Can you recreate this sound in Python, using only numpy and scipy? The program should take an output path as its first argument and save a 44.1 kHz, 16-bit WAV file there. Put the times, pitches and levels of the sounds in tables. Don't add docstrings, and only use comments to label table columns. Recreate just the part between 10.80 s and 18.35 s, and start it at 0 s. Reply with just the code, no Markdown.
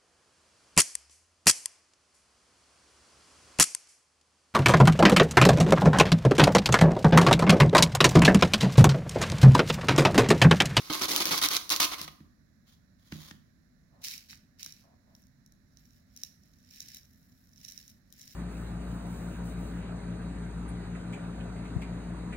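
import sys
import numpy as np
from scipy import signal
from scipy.fft import rfft, irfft
from scipy.io import wavfile

SR = 44100
rng = np.random.default_rng(int(sys.argv[2]) if len(sys.argv) > 2 else 0)


def int16_out(signal):
    q = np.round(np.clip(np.atleast_2d(signal).T, -1, 1) * 32767)
    wavfile.write(sys.argv[1], SR, q.astype(np.int16))


N = 332955
TIME = np.arange(N) / SR

# (frequency [Hz], level [dB])
AMBIENT_LEFT = [(25, -11.5), (50, 0), (140, -2.5), (250, 1), (310, -17.5), (480, -22), (600, -15),
                (900, -27.5), (2000, -33.5), (5500, -44.5), (6900, -26.5), (8500, -43.5), (15500, -33.5)]
AMBIENT_RIGHT = [(25, -17), (50, 2.5), (250, -2.5), (420, -24), (850, -31), (1800, -16.5), (3100, -40.5),
                 (4000, -23.5), (4700, -29), (5600, -24.5), (8500, -48), (11000, -33.5), (15500, -55)]
# (left level [dB], right level [dB])
AMBIENT_DB = [-64, -61.5]
# (frequency [Hz], t60 [s])
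REVERB_TIMES = [(100, 0.81), (1000, 0.58), (4000, 0.39), (12000, 0.48)]
# (frequency [Hz], balance [dB])
BOWL_BALANCE = [(60, -4.5), (200, -2), (320, -6), (480, 0.5), (750, 3.5), (1300, -0.5), (1700, -8.5),
                (2400, -3.5), (4400, -7), (6800, 5), (8500, 1.5), (10500, -4), (12500, 3.5), (15000, 16)]
PAPER_BALANCE = [(400, -14), (700, 21), (1700, -15.5), (2600, -8), (3400, -2.5), (4600, -4.5),
                 (5600, -10.5), (7000, 5.5), (9000, 8), (11000, 6), (14000, 13.5)]

# (time [s], duration [s], level [dB])
ARM_REACHES = [(3.139, 0.094, -69.5), (4.043, 0.09, -70), (4.277, 0.055, -72)]
# (time [s], duration [s], level [dB])
MAT_DRAGS = [(1.874, 0.055, -66.5), (2.193, 0.076, -73.5), (2.26, 0.088, -70.5), (2.319, 0.18, -55.5)]
# (time [s], thud level [dB], knock level [dB])
MAT_BUMPS = [(1.206, -43, -62), (1.247, -45.5, -66), (1.405, -43, -65), (2.323, -31.5, -44),
             (2.511, -44, -45), (3.53, -80, -52.5), (3.862, -57, -54)]
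# (frequency [Hz], level [dB], t60 [s])
MAT_MODES = [(78.5, -9, 0.4), (153.7, -3.5, 0.18), (209.7, -2, 0.13), (296, -0.5, 0.053), (424, -25, 0.071)]
# (frequency [Hz], level [dB])
BRUSH_SPECTRUM = [(300, -14), (480, -7.5), (640, 1.5), (820, -6), (1080, -4.5), (1500, -18), (2500, -23),
                  (6000, -45)]
DRAG_SPECTRUM = [(290, -49), (500, -3.5), (880, -9), (1090, 0), (1570, -8), (2040, -3), (2810, -8),
                 (3300, 2), (3900, 0), (6800, -3.5), (8210, -19), (9490, -8), (16000, -12)]
KNOCK_SPECTRUM = [(200, -20), (700, -5), (1400, 7.5), (1750, 9.5), (3200, 1.5), (6000, -2), (15000, -34)]

# (time [s], duration [s], level [dB], hiss offset [dB])
SAND_SPILLS = [(3.222, 0.015, -59, -6), (3.24, 0.098, -45, -6), (3.36, 0.064, -58.5, -9),
               (3.497, 0.026, -53, -11), (3.796, 0.095, -56, -8), (3.9, 0.11, -67.5, -8)]
# (time [s], duration [s], level [dB], hiss offset [dB])
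FINGER_PUSHES = [(4.375, 0.043, -78.5, 1), (5.0, 0.18, -75, -3), (5.39, 0.091, -65.5, -7),
                 (5.64, 0.29, -77, -4), (5.945, 0.22, -58.5, -7.5), (6.24, 0.51, -79.5, 2.5),
                 (6.835, 0.17, -61, -4.5), (7.04, 0.06, -67, -3), (7.41, 0.12, -61.5, -4.5)]
# (time [s], level [dB], balance [dB])
SPOON_TICKS = [(3.2405, -27.5, -3), (3.246, -29, -1.5), (3.284, -28.5, -6), (3.3791, -36, 0),
               (3.8301, -28.5, -3), (3.8473, -36, 5), (3.862, -31.5, -1), (3.9234, -39, -4),
               (4.351, -46.5, -2.5), (4.4689, -55.5, -3), (4.6622, -51, 2), (4.7224, -53.5, 5),
               (4.9716, -49, -7.5), (5.3637, -41.5, 6), (5.374, -40, 1), (5.4347, -25, -2),
               (6.0045, -30, -1.5), (6.1467, -32.5, 2), (6.1693, -35.5, 1), (6.8491, -35, -6),
               (6.921, -37, -3), (6.977, -39, -9), (7.0794, -41.5, -3), (7.0993, -47, 4), (7.3255, -42, 9),
               (7.4153, -38.5, 2)]
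# (frequency [Hz], level [dB], t60 [s])
SPOON_MODES = [(3882, -16, 0.027), (5627, -17.5, .025)]
# (frequency [Hz], level [dB])
SPILL_SPECTRUM = [(530, -52), (900, -23.5), (1360, -19.5), (1870, -12), (2470, -3.5), (3430, -9),
                  (3930, -1.5), (4720, -2), (5450, -1.5), (8020, -18.5), (9000, -18), (11700, -26),
                  (19800, -120)]
PUSH_SPECTRUM = [(710, -62), (1200, -37), (1710, -10), (3380, -10), (3870, -4), (4510, -7), (5570, 1.5),
                 (6370, -17.5), (6930, -8.5), (7600, -24), (9000, -18), (11700, -40), (19800, -120)]
HISS_SPECTRUM = [(5000, -24.5), (7000, 0), (8500, -13.5), (11000, -0.5), (16000, -1)]
TICK_SPECTRUM = [(800, -49), (2000, -27), (3200, -13.5), (4000, -7.5), (4600, -13.5), (5700, 2.5),
                 (6800, -5.5), (7600, -17), (8800, -16.5), (11200, -10), (16000, -17)]

# (time [s], duration [s], level [dB], push on the bowl [dB], brightness [dB])
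DIG_STROKES = [(0.098, 0.018, -37.5, 13.5, -9.5), (0.126, 0.03, -34, -1.5, -2),
               (0.21, 0.046, -30.5, 3.5, -3), (0.28, 0.11, -33, 4.5, 3), (0.4, 0.026, -29.5, 4, -1.5),
               (0.453, 0.042, -33.5, 3.5, 0.5), (0.508, 0.038, -27.5, 4.5, -5.5),
               (0.542, 0.048, -35, -0.5, 1.5), (0.614, 0.047, -26.5, -8.5, 0),
               (0.702, 0.072, -32, -2.5, 0.5), (0.901, 0.036, -27.5, -4, 0), (0.998, 0.056, -26, -8, -0.5),
               (1.112, 0.032, -37.5, -4, -8), (1.181, 0.068, -44, -6, -2.5), (1.276, 0.006, -42.5, -4, -13)]
# (time [s], duration [s], level [dB])
LIGHT_STIRS = [(0, 0.1, -50.5), (0.105, 0.15, -40), (0.29, 0.3, -42.5), (0.932, 0.04, -39)]
# (time [s], level [dB])
GRAIN_CRACKS = [(0.3172, -18), (0.3623, -9.5), (0.4552, -13), (0.5786, -18), (0.6869, -14.5), (0.7669, -12),
                (0.8934, -20.5), (0.9023, -14), (0.9624, -15.5), (1.003, -10), (1.2149, -22.5)]
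# (time [s], level [dB])
WALL_STRIKES = [(.102, 8), (.404, 3), (1.004, 5.5)]
# (frequency [Hz], level [dB], t60 [s], balance [dB])
BOWL_MODES = [(322, -6.5, 0.062, -6), (957, -9, 0.38, 10), (1035, -8.5, .3, 0.5), (1070, -4, .4, 2),
              (1148.4, -7, 0.44, -1), (1236, -4, 0.27, 1), (1568, -12, 0.24, -3), (2196, -9.5, .09, -4.5),
              (3130, -8, 0.062, 0.5), (3302, -7, 0.062, -1), (3922, -8.5, 0.13, -7.5),
              (4300, -6.5, .15, -5)]
# (frequency [Hz], level [dB])
CRUNCH_SPECTRUM = [(40, -23), (100, -18.5), (230, -11), (320, -3.5), (460, -11), (820, -8), (1200, 0),
                   (1700, -12), (2200, -5.5), (2700, -8.5), (4000, -3), (6200, -4.5), (8000, -15),
                   (10300, -8), (13000, -10), (16000, -19)]
CRACK_SPECTRUM = [(300, -18), (1000, -10), (1600, -15), (2300, -9), (3900, 1.5), (6000, 4), (8100, -13),
                  (10300, -5.5), (12500, -9), (16000, -9)]


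def from_db(db):
    return 10 ** (np.asarray(db) / 20)


def split_db(balance_db):
    return balance_db * np.array([[.5], [-.5]])


def at_hz(points, hz):
    known, values = np.transpose(points)
    return np.interp(np.log(np.maximum(hz, 1)), np.log(known), values)


def band_filter(x, hz, kind):
    tiny_offset = 1e-12 * (-1) ** (np.arange(N) % 2)
    return signal.sosfilt(signal.butter(2, hz, kind, fs=SR, output="sos"), x + tiny_offset)


def convolve(x, impulse_response):
    return signal.oaconvolve(np.atleast_2d(x), np.atleast_2d(impulse_response), axes=-1)[:, :N]


def response(spectrum, balance=((1, 0), (2, 0)), size=4096):
    hz = np.fft.rfftfreq(size, 1 / SR)
    db = at_hz(spectrum, hz) + split_db(at_hz(balance, hz))
    cepstrum = irfft(np.log(from_db(db)))
    cepstrum[:, 1:size // 2] *= 2
    cepstrum[:, size // 2 + 1:] = 0
    return rms_one(irfft(np.exp(rfft(cepstrum)))) / np.sqrt(size)


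def rms_one(x):
    return x / np.sqrt(np.mean(x ** 2) + 1e-20)


def ring(x, hz, t60):
    decay, angle = from_db(-60 / (t60 * SR)), 2 * np.pi * hz / SR
    return signal.lfilter([0, np.sin(angle)], [1, -2 * decay * np.cos(angle), decay * decay], x + 1e-18)


def ports(x, scatter_db, scatter_t60, right_lag_s=.0002):
    direct = np.array([x, np.interp(TIME - right_lag_s, TIME, x)])
    decay = from_db(-120 / (scatter_t60 * SR))
    lingering_power = signal.lfilter([1 - decay], [1, -decay], x ** 2 + 1e-24)
    scatter = np.sqrt(lingering_power) * rng.standard_normal((2, N))
    return (direct + from_db(scatter_db) * scatter) / np.sqrt(1 + from_db(scatter_db) ** 2)


def clicks(times, db):
    out = np.zeros(N)
    samples = np.round(np.asarray(times) * SR).astype(int)
    np.add.at(out, np.clip(samples, 0, N - 1), from_db(db))
    return out


def rebounding(times, db, gap_s, loss_db, count=3):
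    gaps = gap_s * rng.uniform(0.95, 1.15, (len(times), count))
    delays = np.cumsum(gaps, axis=1) - gaps
    return sum(clicks(times + delays[:, k], db - loss_db * k) for k in range(count))


def grains(per_s, spread_db, max_spreads):
    sizes = from_db(spread_db * np.minimum(rng.exponential(1, N), max_spreads))
    signs = rng.choice([-1, 1], N)
    return rms_one(sizes * signs * (rng.random(N) < per_s / SR))


def strays(gain, per_s, spread_db=3):
    occurs = rng.random(N) < per_s / SR
    return gain * occurs * from_db(spread_db * np.clip(rng.standard_normal(N), -2, 2))


def swell(start, length, db, rise_s, fall_db_per_s, sag_db=0):
    age = TIME - start
    attack = np.exp(-np.clip(-2 * age / rise_s, 0, 20))
    sag = sag_db * (np.clip(age / length, 0, 1) - .5)
    fall = fall_db_per_s * np.clip(age - length, 0, 1)
    return attack * from_db(db - sag - fall)


def still_room(shared_hz=420, own_db=-8):
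    rumble = band_filter(rng.standard_normal(N), shared_hz, "low")
    hiss = band_filter(rng.standard_normal((2, N)), shared_hz, "high")
    air = rumble + hiss + from_db(own_db) * rng.standard_normal((2, N))
    return np.array([from_db(db) * rms_one(convolve(side, response(spectrum)[0])[0])
                     for side, spectrum, db in zip(air, (AMBIENT_LEFT, AMBIENT_RIGHT), AMBIENT_DB)])


def reverberation(x, first_echo_s=0.0042):
    age, tail = TIME[:SR], 0
    edges_hz = np.geomspace(40, 18000, 9)
    for low, high in zip(edges_hz, edges_hz[1:]):
        band_pass = signal.butter(2, [low, high], "band", fs=SR, output="sos")
        band = signal.sosfilt(band_pass, rng.standard_normal((2, SR)))
        tail = tail + band * from_db(-60 * age / at_hz(REVERB_TIMES, np.sqrt(low * high)))
    return convolve(x, rms_one(tail * (age > first_echo_s)) / np.sqrt(SR))


def brushing():
    motion = sum(swell(*reach, rise_s=0.04, fall_db_per_s=250) for reach in ARM_REACHES)
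    friction = motion * grains(per_s=3600, spread_db=2.5, max_spreads=3.9)
    return convolve(ports(friction, scatter_db=2.5, scatter_t60=.015), response(BRUSH_SPECTRUM))


def dragging():
    motion = sum(swell(*drag, rise_s=0.013, fall_db_per_s=300) for drag in MAT_DRAGS)
    friction = motion * grains(per_s=6800, spread_db=5.0, max_spreads=4.75)
    heard = ports(friction, scatter_db=10, scatter_t60=0.017)
    return from_db(2.0) * convolve(heard, response(DRAG_SPECTRUM, BOWL_BALANCE))


def bumps():
    times, thud_db, knock_db = np.transpose(MAT_BUMPS)
    blows = rebounding(times, thud_db, gap_s=.032, loss_db=8)
    thud = sum(from_db(db) * ring(blows, hz, t60) * (-1) ** k
               for k, (hz, db, t60) in enumerate(MAT_MODES))
    heard = ports(clicks(times, knock_db), scatter_db=1.5, scatter_t60=0.019)
    knock = convolve(heard, response(KNOCK_SPECTRUM, BOWL_BALANCE))
    return thud * from_db([[-5], [-2]]) + from_db(26) * knock


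def flow(moves, rise_s, fall_db_per_s, sag_db=0):
    gains = [swell(start, length, db, rise_s, fall_db_per_s, sag_db) for start, length, db, _ in moves]
    hiss_gains = [gain * from_db(hiss_db) for gain, (*_, hiss_db) in zip(gains, moves)]
    return np.max(gains, axis=0), np.max(hiss_gains, axis=0)


def sliding(gain, hiss_gain, spectrum, per_s, spread_db):
    contacts = ports(grains(per_s, spread_db, max_spreads=4.16), scatter_db=7.5, scatter_t60=0.011)
    sand = from_db(1.5) * convolve(gain * contacts, response(spectrum, PAPER_BALANCE))
    hiss = from_db(5.5) * convolve(hiss_gain * contacts, response(HISS_SPECTRUM, PAPER_BALANCE))
    return sand + hiss


def ticks(stray_gain):
    times, db, balance_db = np.transpose(SPOON_TICKS)
    touches = rebounding(times, db, gap_s=0.013, loss_db=11.5) + strays(stray_gain, per_s=45)
    heard = ports(touches, scatter_db=-1, scatter_t60=.011)
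    heard *= from_db(split_db(np.interp(TIME, np.sort(times), balance_db)))
    snaps = convolve(heard, response(TICK_SPECTRUM, PAPER_BALANCE))
    steel = sum(from_db(mode_db) * ring(touches, hz, t60) for hz, mode_db, t60 in SPOON_MODES)
    return from_db(15.0) * snaps + steel * from_db([[-5], [3]])


def sand_on_paper(floor_echo_s=.0013):
    spill, spill_hiss = flow(SAND_SPILLS, rise_s=0.011, fall_db_per_s=223, sag_db=4)
    push, push_hiss = flow(FINGER_PUSHES, rise_s=0.11, fall_db_per_s=200)
    sheet = sliding(spill, spill_hiss, SPILL_SPECTRUM, per_s=5000, spread_db=5.0)
    sheet += sliding(push, push_hiss, PUSH_SPECTRUM, per_s=3000, spread_db=4.0)
    sheet += ticks(stray_gain=from_db(9.5) * spill + from_db(14.5) * push)
    sheet[0] += from_db(-9.5) * np.interp(TIME - floor_echo_s, TIME, sheet[0])
    return sheet


def dig_envelopes(rise_s=0.0022, settle_s=0.0051, sag_db=1):
    stirring = sum(swell(*stir, rise_s=.005, fall_db_per_s=1503) ** 2 for stir in LIGHT_STIRS)
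    shear, push, bright = np.array([stirring, stirring * from_db(2.5), stirring])
    age = TIME[:SR // 4]
    for start, length, db, push_db, bright_db in DIG_STROKES:
        stroke = np.clip(age / rise_s, 0, 1) * np.exp(-np.maximum(age - length, 0) / settle_s)
        sag = sag_db * (np.clip(age / length, 0, 1) - .5)
        power = (stroke * from_db(db - sag)) ** 2
        during = int(start * SR) + np.arange(len(age))
        shear[during] += power * from_db(-bright_db)
        bright[during] += power * from_db(bright_db)
        push[during] += power * from_db(push_db) ** 2
    return np.sqrt([shear, push, bright])


def chinks(effort, low_hz=1900, high_hz=6800, t60=0.037, spread_db=5, count=420):
    out, age = np.zeros((2, N)), TIME[:2048]
    last_start, last_length = DIG_STROKES[-1][:2]
    for when, pitch, size, side in rng.random((count, 4)):
        at = int(when * (last_start + last_length) * SR)
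        hz = low_hz + (high_hz - low_hz) * pitch
        chink = np.sin(2 * np.pi * hz * age) * from_db(-60 * age / t60 + spread_db * (2 * size - 1.5))
        out[:, at:at + len(age)] += effort[at] * chink * np.sqrt([[side], [1 - side]])
    return out


def cracking(effort):
    snaps = clicks(*np.transpose(GRAIN_CRACKS)) + strays(from_db(7) * effort, per_s=49)
    heard = ports(snaps, scatter_db=5.5, scatter_t60=0.0096)
    return convolve(heard, response(CRACK_SPECTRUM, BOWL_BALANCE))


def bowl_ringing(grain_force):
    force = grain_force + clicks(*np.transpose(WALL_STRIKES))
    return sum(from_db(db + split_db(balance_db)) * ring(force, hz, t60) / np.sqrt(t60 * SR)
               for hz, db, t60, balance_db in BOWL_MODES)


def digging(push_hz=520, bright_hz=3000):
    shear, push, bright = dig_envelopes()
    contacts = grains(per_s=6000, spread_db=3.5, max_spreads=4.9)
    heard = ports(contacts, scatter_db=4.0, scatter_t60=.008)
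    treble = band_filter(bright * heard, bright_hz, "high")
    middle = band_filter(shear * heard, [push_hz, bright_hz], "band")
    bass = band_filter(push * grains(per_s=3000, spread_db=1.0, max_spreads=5.4), push_hz, "low")
    grinding = from_db(0.5) * (treble - middle) + from_db(3.5) * bass + from_db(-3) * chinks(bright)
    crunch = convolve(grinding, response(CRUNCH_SPECTRUM, BOWL_BALANCE))
    return crunch + from_db(14.5) * cracking(bright) + from_db(-2.5) * bowl_ringing(shear * contacts)


def scene():
    bowl = digging()
    mat = bumps() + dragging() + brushing()
    sheet = sand_on_paper()
    echo = reverberation(from_db(-11) * bowl + from_db(-11.5) * mat + from_db(-14.5) * sheet)
    return bowl + mat + sheet + echo + still_room()


def record(dry):
    return signal.sosfilt(signal.ellip(12, .1, 80, 16000, fs=SR, output="sos"), dry)


dry = scene()
out = record(dry)
int16_out(out)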